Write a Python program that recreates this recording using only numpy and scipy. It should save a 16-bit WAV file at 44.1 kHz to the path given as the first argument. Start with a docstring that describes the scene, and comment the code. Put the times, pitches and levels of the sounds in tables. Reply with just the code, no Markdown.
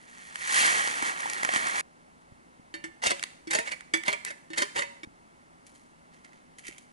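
"""A kitchen counter in a small, quiet room, heard close in stereo over ventilation and appliance hum.
Cat litter pours from a box into a plastic tub of coffee grounds, a rain of tiny impacts; stray pellets
tick on the wall. A soap bar is tapped and rubbed on a steel grater over the tub: the plate rings, the
soap tears and squeaks, crumbs fall. Last, a garlic clove is picked up, skin crackling, and dropped in."""
import sys
import numpy as np
from scipy import signal
from scipy.fft import rfft, irfft, next_fast_len
from scipy.io import wavfile

SR = 44100
rng = np.random.default_rng(int(sys.argv[2]) if len(sys.argv) > 2 else 0)


def wav_record(signal):
    """Record a signal, one row per channel, as 16-bit PCM in the file named by sys.argv[1]."""
    frames = np.transpose(np.atleast_2d(signal))
    bounded = np.clip(frames, -1, 1)
    # unit amplitude maps onto the largest positive 16-bit level
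    quanta = np.round(bounded * 32767).astype(np.int16)
    wavfile.write(sys.argv[1], SR, quanta)


N = 305172
TIME = np.arange(N) / SR
BODY_HZ, TREBLE_HZ = 950, 5000
WOBBLE_DEPTH, WOBBLES_PER_S = 0.012, 70.3


def from_db(db):
    return 10 ** (np.asarray(db) / 20)


def unit_rms(x):
    return x / np.sqrt(np.mean(x ** 2) + 1e-20)


def unit_energy(x):
    return x / np.sqrt(np.sum(x ** 2, axis=-1, keepdims=True) + 1e-20)


def at_hz(rows, hz):
    """Table columns interpolated over log frequency."""
    points, *columns = np.transpose(rows)
    return [np.interp(np.log(hz + 1), np.log(points), c) for c in columns]


def add(out, start_s, sound):
    i = int(np.clip(round(start_s * SR), 0, N - 1))
    out[i:i + len(sound)] += sound[:N - i]


def butter(x, hz, kind):
    return signal.sosfilt(signal.butter(2, hz, kind, fs=SR, output="sos"), x + 1e-18)


def convolve(x, response):
    return signal.oaconvolve(x, response)[:len(x)]


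def response_of(spectrum, size=4096):
    """Minimum-phase impulse response, unit energy."""
    level_db, = at_hz(spectrum, np.fft.rfftfreq(size, 1 / SR))
    cepstrum = irfft(np.log(from_db(level_db)))[:size // 2]
    cepstrum[0] = 0
    return unit_energy(irfft(np.exp(rfft(2 * cepstrum, size)))[:size // 2])


def shelves(x, body_db=0, treble_db=0):
    body = signal.lfilter(*signal.butter(1, BODY_HZ, fs=SR), x)
    treble = signal.lfilter(*signal.butter(1, TREBLE_HZ, "high", fs=SR), x)
    return x + (from_db(body_db) - 1) * body + (from_db(treble_db) - 1) * treble


def swell(t, rise_s, fall_s):
    """Exponential rise and fall; 1 at t = 0."""
    return np.exp(np.maximum(np.minimum(t / rise_s, -t / fall_s), -30))


def wobble(size):
    """Quick random waver, spread about 1."""
    steps = np.arange(size) * WOBBLES_PER_S / SR
    return np.interp(steps, np.arange(200), rng.standard_normal(200))


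def grains(per_s, spread_db, size=N):
    """Random tiny impacts, many weak, few strong; mean power 1."""
    chance = np.clip(per_s / SR, 1e-4, 1)
    strength = unit_rms(from_db(spread_db * np.minimum(rng.exponential(1, size), 4)))
    return strength * rng.choice([-1, 1], size) * (rng.random(size) < chance) / np.sqrt(chance)


def noise_burst(t60_s, size):
    return unit_energy(rng.standard_normal(size) * from_db(-60 * TIME[:size] / t60_s))


def gliding_mode(x, hz, t60_s):
    """Resonator with moving pitch; a unit click rings at height 1."""
    turn = np.exp(2j * np.pi * np.cumsum(hz) / SR)
    pole = from_db(-60 / (t60_s * SR))
    return np.real(turn * signal.lfilter([1], [1, -pole], x / turn))


def mute_after(x, stop_s):
    return x * np.clip((stop_s - TIME) / .002, 0, 1)


# Ventilation spectrum: freq_hz, level_db
VENT_SPECTRUM = [(25, -10), (60, -3.5), (120, -7), (170, 0.2), (280, 1), (450, -4), (850, -1), (2100, -9),
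                 (2700, -18.5), (10500, -42)]
# Appliance hum: pitch_hz, level_db
HUM_TONES = [(165, -71), (243, -68.5)]
def room_tone(air_db=-57.5, apart_db=-10.5, hiss_db=-66.5):
    """Steady ventilation, wavering appliance hum, faint hiss."""
    shared, left, right = [convolve(w, response_of(VENT_SPECTRUM)) for w in rng.standard_normal((3, N))]
    air = shared + from_db(apart_db) * np.array([left, right])
    drift_rad = np.cumsum(rng.standard_normal((len(HUM_TONES), N)), axis=1) * 0.01826
    hum = sum(from_db(db) * np.sqrt(2) * np.sin(2 * np.pi * hz * TIME + drift)
              for (hz, db), drift in zip(HUM_TONES, drift_rad))
    hiss = butter(rng.standard_normal((2, N)), 990, "high")
    return from_db(air_db) * air + hum + from_db(hiss_db) * hiss


# Thuds on tub and counter: start_s, level_db, pitch_hz
SOFT_CONTACTS = [(1.027, -20, 313), (1.258, -12, 870), (1.491, -12, 730), (1.562, -24, 234),
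                 (2.321, -34.5, 135), (2.596, -36, 194), (3.067, -33, 91), (5.072, -30.5, 192),
                 (6.688, -27, 343)]
def thuds(rise_s=0.0012, rise_cycles=0.11):
    """Soft contacts: a hollow swing, gone in a few cycles."""
    out, t = np.zeros(N), TIME[:4096]
    for start_s, level_db, hz in SOFT_CONTACTS:
        age = t / (rise_s + rise_cycles / hz)
        add(out, start_s, from_db(level_db) * age * np.exp(-age) * np.sin(2 * np.pi * hz * t))
    return out


# Small impacts as picked up: freq_hz, level_db
IMPACT_SPECTRUM = [(40, -46), (120, -26), (260, -16), (450, -15), (900, -4), (1500, 0), (1930, 1.5),
                   (2330, -1), (2520, -10.5), (3100, -9), (3900, -14.5), (4400, -12), (5200, -16),
                   (6300, -12.5), (7500, -14.5), (11000, -15.5)]
def impact_colour(x):
    """Broad, hollow colour of the impacts as picked up, peaking near 2 kHz."""
    return convolve(x, response_of(IMPACT_SPECTRUM))


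def tick(body_db, treble_db, crunch_t60_s, crunch_db):
    """Hard contact plus brief crunch, hollow in colour; unit energy."""
    contact = from_db(crunch_db) * noise_burst(crunch_t60_s, 4096)
    contact[0] += 1
    return unit_energy(shelves(impact_colour(contact), body_db, treble_db))


def ticks(hits, gain_db, body_db, crunch_t60_s, crunch_db):
    """Single hard hits; brighter ones have less body."""
    out = np.zeros(N)
    for start_s, level_db, treble_db in hits:
        hit = tick(body_db - 0.97 * treble_db, treble_db, crunch_t60_s, crunch_db)
        add(out, start_s, from_db(level_db + gain_db) * hit)
    return out


# Garlic skin on fingers and tub: start_s, level_db, treble_db
SKIN_CRACKLES = [(5.667, -34, 32), (5.75, -43, 32), (6.137, -46, -1), (6.247, -31.5, -25),
                 (6.332, -38.5, -17), (6.585, -29.5, 3), (6.593, -31.5, 14), (6.669, -24.5, 24),
                 (6.683, -24, 11), (6.782, -31, 25)]
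def garlic(snap_db=11, rustle_db=-58.5, landing_s=6.668, landing_db=-41.5):
    """Papery skin crackles and rustles on; the clove lands and stirs the granules."""
    stir = impact_colour(grains(per_s=4600, spread_db=7.5))
    landing = stir + butter(stir, [1900, 3300], "band")
    out = from_db(landing_db) * swell(TIME - landing_s, rise_s=0.016, fall_s=0.043) * landing
    for start_s, level_db, treble_db in SKIN_CRACKLES:
        snap = tick(0, treble_db, crunch_t60_s=0.045, crunch_db=3)
        add(out, start_s, from_db(level_db + snap_db) * snap)
        rustle = unit_rms(shelves(np.roll(stir, rng.integers(N)), treble_db=treble_db))
        out += from_db(rustle_db) * swell(TIME - start_s, rise_s=0.008, fall_s=0.071) * rustle
    return butter(out, 1600, "high")


# Dry soap ticks: start_s, level_db, treble_db
SOAP_TICKS = [(3.195, -27.5, -3), (3.228, -18.5, 2), (3.237, -17, -4), (3.808, -31, 5), (3.973, -29, 14),
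              (4.036, -26, -12), (4.249, -18, 24)]
def soap_ticks():
    """Small dry ticks: crumbs landing and a stray catch on the teeth."""
    return ticks(SOAP_TICKS, gain_db=14.5, body_db=-13, crunch_t60_s=0.012, crunch_db=20)


# Soap slipping on steel: peak_s, level_db, pitch_hz
SLIPS = [(3.038, -28, 926), (3.679, -33, 2200), (3.729, -33, 2270), (4.085, -27.5, 2110),
         (4.135, -26.5, 2293), (4.264, -36, 2015)]
def soap_squeaks(glide_octaves_per_s=2.57, size=4096):
    """Brief stick-slip tones, wavering and gliding up or down."""
    out, t = np.zeros(N), TIME[:size] - TIME[size // 2]
    envelope = swell(t, rise_s=0.0027, fall_s=0.01)
    for peak_s, level_db, hz in SLIPS:
        glide = 2 ** (glide_octaves_per_s * rng.uniform(-1.016, 1) * t)
        pitch_hz = hz * glide * (1 + WOBBLE_DEPTH * wobble(size))
        tone = np.sqrt(2) * np.sin(2 * np.pi * np.cumsum(pitch_hz) / SR)
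        add(out, peak_s + t[0], from_db(level_db) * envelope * tone)
    return out


def local_ring(t60_s, low_hz=4090, high_hz=9470, count=6):
    """Each contact rings its own patch of steel; default band: single teeth."""
    hz = low_hz * (high_hz / low_hz) ** ((np.arange(count) + rng.random(count)) / count)
    t = TIME[:8192]
    tones = rng.standard_normal(count) @ np.sin(2 * np.pi * np.outer(hz, t))
    return unit_energy(tones * from_db(-60 * t / t60_s))


FLEX_HZ, FLEX_T60_S = 325, 0.22   # lowest plate mode
# Steel grater modes: pitch_hz, level_db, t60_s
GRATER_MODES = [(560.7, -7.5, 0.43), (815, -8.5, 0.3), (935, -3, 0.53), (1147, -4.5, 0.28),
                (1774, 9.5, 0.24), (2014, 2, 0.54), (2180, -8.5, 0.2), (2258, 3.5, 0.38), (2656, -5.5, 0.2),
                (2830, -11.5, 0.92), (3045, -1, 0.1), (3395, -7, 0.25), (3690, -7, 0.167),
                (4344, -8.5, 0.21), (4440, -19, 0.445), (6010, -17.5, 0.3)]
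def struck_grater(damping, detune=0.011, scatter_db=6):
    """Each touch excites the modes anew; the bar damps them and bends them upward."""
    hz, level_db, t60_s = np.transpose(GRATER_MODES)[:, :, None]
    strength, shift, phase = rng.standard_normal((3, len(GRATER_MODES), 1))
    t = TIME[:22050]
    # equal added loss: long rings suffer most
    loss = np.maximum(1 / t60_s + (damping - 1) / np.median(t60_s), 1)
    bend = np.cumsum(np.tanh(t / .03)) / SR
    waves = np.sin(2 * np.pi * hz * (t + detune * (shift * t + 2 * bend)) + np.pi * phase)
    envelopes = from_db(level_db + scatter_db * strength - 60 * loss * t)
    return unit_energy(np.sum(envelopes * waves, axis=0))


def rubbed_grater(tears, bend_hz, damping, spot_hz, spot_db=7.5, flex_db=4.5, scatter_db=6):
    """Modes waver and glide under the bar; those near spot_hz answer most, high ones damp most."""
    hz, level_db, t60_s = np.transpose(GRATER_MODES)
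    strength, share = rng.standard_normal((2, len(hz)))
    spot_match = np.exp(-(np.log2(hz / spot_hz) / 0.047) ** 2)
    gain = from_db(level_db + scatter_db * strength + spot_db * spot_match)
    pressure = max(damping - 1, 0)
    t60_s = 1 / (1 / t60_s + pressure * np.sqrt(hz / np.median(hz)) / np.median(t60_s))
    modes = 0
    for mode_hz, mode_gain, mode_t60_s, bend_share in zip(hz, gain, t60_s, 0.74 + 0.66 * share):
        waver = 1 + WOBBLE_DEPTH * np.tanh(pressure) * wobble(len(tears))
        modes += mode_gain * gliding_mode(tears, mode_hz * waver + bend_share * bend_hz, mode_t60_s)
    flex = gliding_mode(tears, FLEX_HZ + bend_hz, FLEX_T60_S / np.sqrt(damping))
    flex *= from_db(flex_db) * np.tanh(bend_hz / 70)
    ring_energy = np.sum(gain ** 2 * t60_s) * SR / (4 * np.log(1000))
    return (modes + flex) / np.sqrt(ring_energy)


# Soap on the teeth: freq_hz, level_db
RASP_SPECTRUM = [(150, -19), (380, -14.5), (700, -7.5), (1300, 0), (2100, 3.5), (2500, -10.5), (4000, -16),
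                 (7000, -14.5), (11000, -18.5)]
# Bar taps on the grater: start_s, level_db, flex_db, damping_factor
BAR_TAPS = [(2.74, -24, -41, 1.15), (2.840, -23.5, -37, 1.8), (3.472, -28, -34.5, 0.29),
            (3.937, -9, -28, 2), (4.503, -32, -38, 0.86), (4.533, -25.5, -61, 3.2), (5.033, -28, -42, 2.6)]
def soap_taps(ring_db=16.5, crack_db=12, teeth_db=2, flex_rise_per_s=0.5):
    """The teeth crack, the steel rings; the lowest mode rises as the bar leans on the plate."""
    out, colour = np.zeros(N), response_of(RASP_SPECTRUM)
    for start_s, level_db, flex_db, damping in BAR_TAPS:
        ring = struck_grater(damping)
        crack = convolve(noise_burst(t60_s=0.11, size=len(ring)), colour)
        strike = from_db(ring_db) * ring + from_db(crack_db) * crack
        t = TIME[:len(ring)]
        flex_cycles = FLEX_HZ * t * (1 + flex_rise_per_s * t / 2)
        flex = from_db(flex_db - 60 * t / FLEX_T60_S) * np.sin(2 * np.pi * flex_cycles)
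        add(out, start_s, from_db(level_db) * strike + flex)
        add(out, start_s, from_db(level_db + teeth_db) * local_ring(t60_s=0.071))
    return butter(out, 120, "high")


# Bar strokes: start_s, length_s, rub_db, bend_hz, damping_factor, spot_hz
BAR_STROKES = [(3.018, 0.11, -29, 29, 3.3, 2614), (3.501, 0.112, -32, 137, 1.9, 1850),
               (3.647, .1, -42, 8, 7.1, 2255), (4.049, 0.081, -35, 92, 2.1, 2360),
               (4.242, 0.075, -40.5, 31, 3.2, 1874), (4.556, 0.092, -33, 82, 3, 3040),
               (4.745, 0.095, -31, 4, 1.32, 2860)]
# Soap catching on a row of teeth: peak_s, level_db, treble_db
TOOTH_CATCHES = [(3.038, -27, 7), (3.063, -26, 7.5), (3.069, -23, 6.5), (3.106, -21, 0.5),
                 (3.51, -29.5, 10), (3.533, -24, 4.5), (3.550, -19.5, 4.5), (3.587, -23, 2),
                 (3.676, -29.5, -9), (3.7168, -28, -1.5), (4.049, -26, 0), (4.081, -17.5, -3.5),
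                 (4.129, -26, 1), (4.304, -32, -4), (4.577, -27.5, 7), (4.582, -25, 6.5), (4.62, -19, 0),
                 (4.761, -20.5, -3.5), (4.792, -23, -23), (4.82, -25.5, -25)]
def grating(rasp_db=-1.5, steel_db=-4, plate_db=-2, teeth_db=-14.5,
            rough_db=4, judder_hz=184, judder_db=3, per_s=7000, spread_db=3.5, size=16000):
    """Soap chatters and catches on the teeth; tiny tears sound directly and through the steel."""
    out, colour, t = np.zeros(N), response_of(RASP_SPECTRUM), TIME[:size]
    for start_s, length_s, rub_db, bend_hz, damping, spot_hz in BAR_STROKES:
        progress = np.clip(t / length_s, 0, 1)
        rub = from_db(rub_db + rough_db * wobble(size)) * np.sqrt(np.abs(np.sin(np.pi * progress)))
        judder = unit_rms(from_db(judder_db * np.sin(2 * np.pi * judder_hz * t + wobble(size))))
        contacts = [rub * judder * grains(per_s, spread_db, size)]
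        for peak_s, level_db, treble_db in TOOTH_CATCHES:
            if start_s < peak_s < start_s + length_s:
                force = from_db(level_db) * swell(t + start_s - peak_s, rise_s=0.0016, fall_s=0.0084)
                contacts.append(shelves(force * grains(per_s, spread_db, size), treble_db=treble_db))
        tears = sum(contacts)
        rasp = convolve(tears, colour)
        teeth = sum(convolve(c, local_ring(t60_s=0.035)) for c in contacts)
        plate = sum(convolve(c, local_ring(t60_s=0.048, low_hz=449, high_hz=2600)) for c in contacts)
        steel = rubbed_grater(tears, bend_hz * progress, damping, spot_hz) + from_db(plate_db) * plate
        stroke = from_db(rasp_db) * rasp + from_db(steel_db) * steel + from_db(teeth_db) * teeth
        add(out, start_s, stroke)
    return butter(out, 110, "high")


# Stray pellets: start_s, level_db, treble_db
PELLET_HITS = [(0.357, -18, 2.5), (0.875, -12, -1.5), (1.025, -12, -1), (1.205, -21.5, 4),
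               (1.299, -17.5, 19), (1.334, -18.5, 26), (1.379, -25, 26), (1.432, -12, 0.5), (1.449, -8, -5),
               (1.490, -11.5, -19), (1.538, -10, -3.5), (1.561, -8.5, -2), (1.669, -13, -4)]
def stray_pellets():
    """Pellets hit the tub wall: small ones bright, big ones dull."""
    return ticks(PELLET_HITS, gain_db=12, body_db=5, crunch_t60_s=0.017, crunch_db=1.5)


# First trickle, then full stream: time_s, level_db
TRICKLE_FLOW = [(0.02, -61.5), (0.134, -55), (0.34, -51)]
STREAM_FLOW = [(0.385, -45), (0.553, -25.5), (0.599, -23.5), (0.983, -39), (1.087, -34), (1.149, -46.5),
               (1.201, -41.5), (1.4, -42)]
# Surges from shaking the box: peak_s, level_db
BOX_SHAKES = [(1.561, -34), (1.68, -39.5), (1.793, -35)]
def litter_pour(gain_db=4.5, per_s=5000, spread_db=3.5, bare_db=-3, heap_db=8.5, masking=0.29):
    """Granules rain into the tub. The heap adds body; a thick stream is denser, louder and masks it."""
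    stream_db = np.interp(TIME, *np.transpose(TRICKLE_FLOW + STREAM_FLOW))
    surges = sum(from_db(db) * swell(TIME - s, rise_s=0.032, fall_s=0.031) for s, db in BOX_SHAKES)
    flow = from_db(stream_db) + surges
    thickness_db = 20 * np.log10(flow) + 38
    heap = np.tanh(1.76 * np.cumsum(flow ** 2) / np.sum(flow ** 2))
    body_db = bare_db + (heap_db - bare_db) * heap - masking * thickness_db
    impacts_per_s = per_s * from_db(.3 * thickness_db)
    coarse = butter(grains(impacts_per_s, spread_db), TREBLE_HZ, "low")
    fine = butter(grains(impacts_per_s, spread_db), TREBLE_HZ, "high")
    return shelves(impact_colour(coarse + fine), body_db) * flow * from_db(gain_db)


def kitchen(x, near_db=-9.5, room_db=-12.5, size=32768):
    """Quick reflections off tub and counter, then the room; the sides differ only in treble."""
    sides = np.array([[1], [-1]])

    def reflections(t60_s, delay_s):
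        shared = noise_burst(t60_s, size)
        apart = butter(noise_burst(t60_s, size), 2100, "high")
        responses = np.pad(unit_energy(shared + apart * sides), ((0, 0), (int(delay_s * SR), 0)))
        return np.array([convolve(x, response) for response in responses])

    near = reflections(t60_s=0.019, delay_s=.001)
    room = reflections(t60_s=0.59, delay_s=.008)
    # contacts come from different spots, so their treble leans left or right
    pan = .35 * unit_rms(butter(rng.standard_normal(N), 200, "low"))
    scatter = pan * butter(x, 2680, "high") * sides
    return x + scatter + from_db(near_db) * near + from_db(room_db) * room


# Microphone pair: freq_hz, left_minus_right_db, left_lag_rad
MIC_PAIR = [(40, -2, 0.08), (254, 0, 1.62), (1300, 1, 2.71), (1714, -3.5, 3.23), (2240, -17, 4.45),
            (2460, -5, 3.25), (2650, -7, 5.83), (3980, -0.5, 7.03), (5440, 5.5, 6.6), (8000, 10, 5.33),
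            (11800, 1, 8.1)]
def microphones(x, lean):
    """Left lags right and each favours its own bands; lean scales the imbalance."""
    size = next_fast_len(N + 4096)
    balance_db, lag_rad = at_hz(MIC_PAIR, np.fft.rfftfreq(size, 1 / SR))
    ratio = from_db(lean * balance_db)
    ports = np.array([ratio * np.exp(-1j * lag_rad), np.ones_like(ratio)])
    ports *= np.sqrt(2 / (1 + ratio ** 2))
    return irfft(rfft(x, size) * ports, size)[:, :N]


def scene():
    """Litter, soap, garlic; the first two stop dead, reverb included."""
    litter = litter_pour() + stray_pellets()
    soap = soap_taps() + grating() + soap_squeaks() + soap_ticks()
    close = mute_after(kitchen(litter), stop_s=1.812)
    close += mute_after(kitchen(soap), stop_s=5.051)
    close += kitchen(garlic() + thuds())
    return microphones(close, lean=0.87) + microphones(room_tone(), lean=0.31)


def record(dry, cutoff_hz=11050):
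    """Steep low-pass."""
    return signal.sosfilt(signal.ellip(10, .3, 72, cutoff_hz, fs=SR, output="sos"), dry)


dry = scene()
out = record(dry)
wav_record(out)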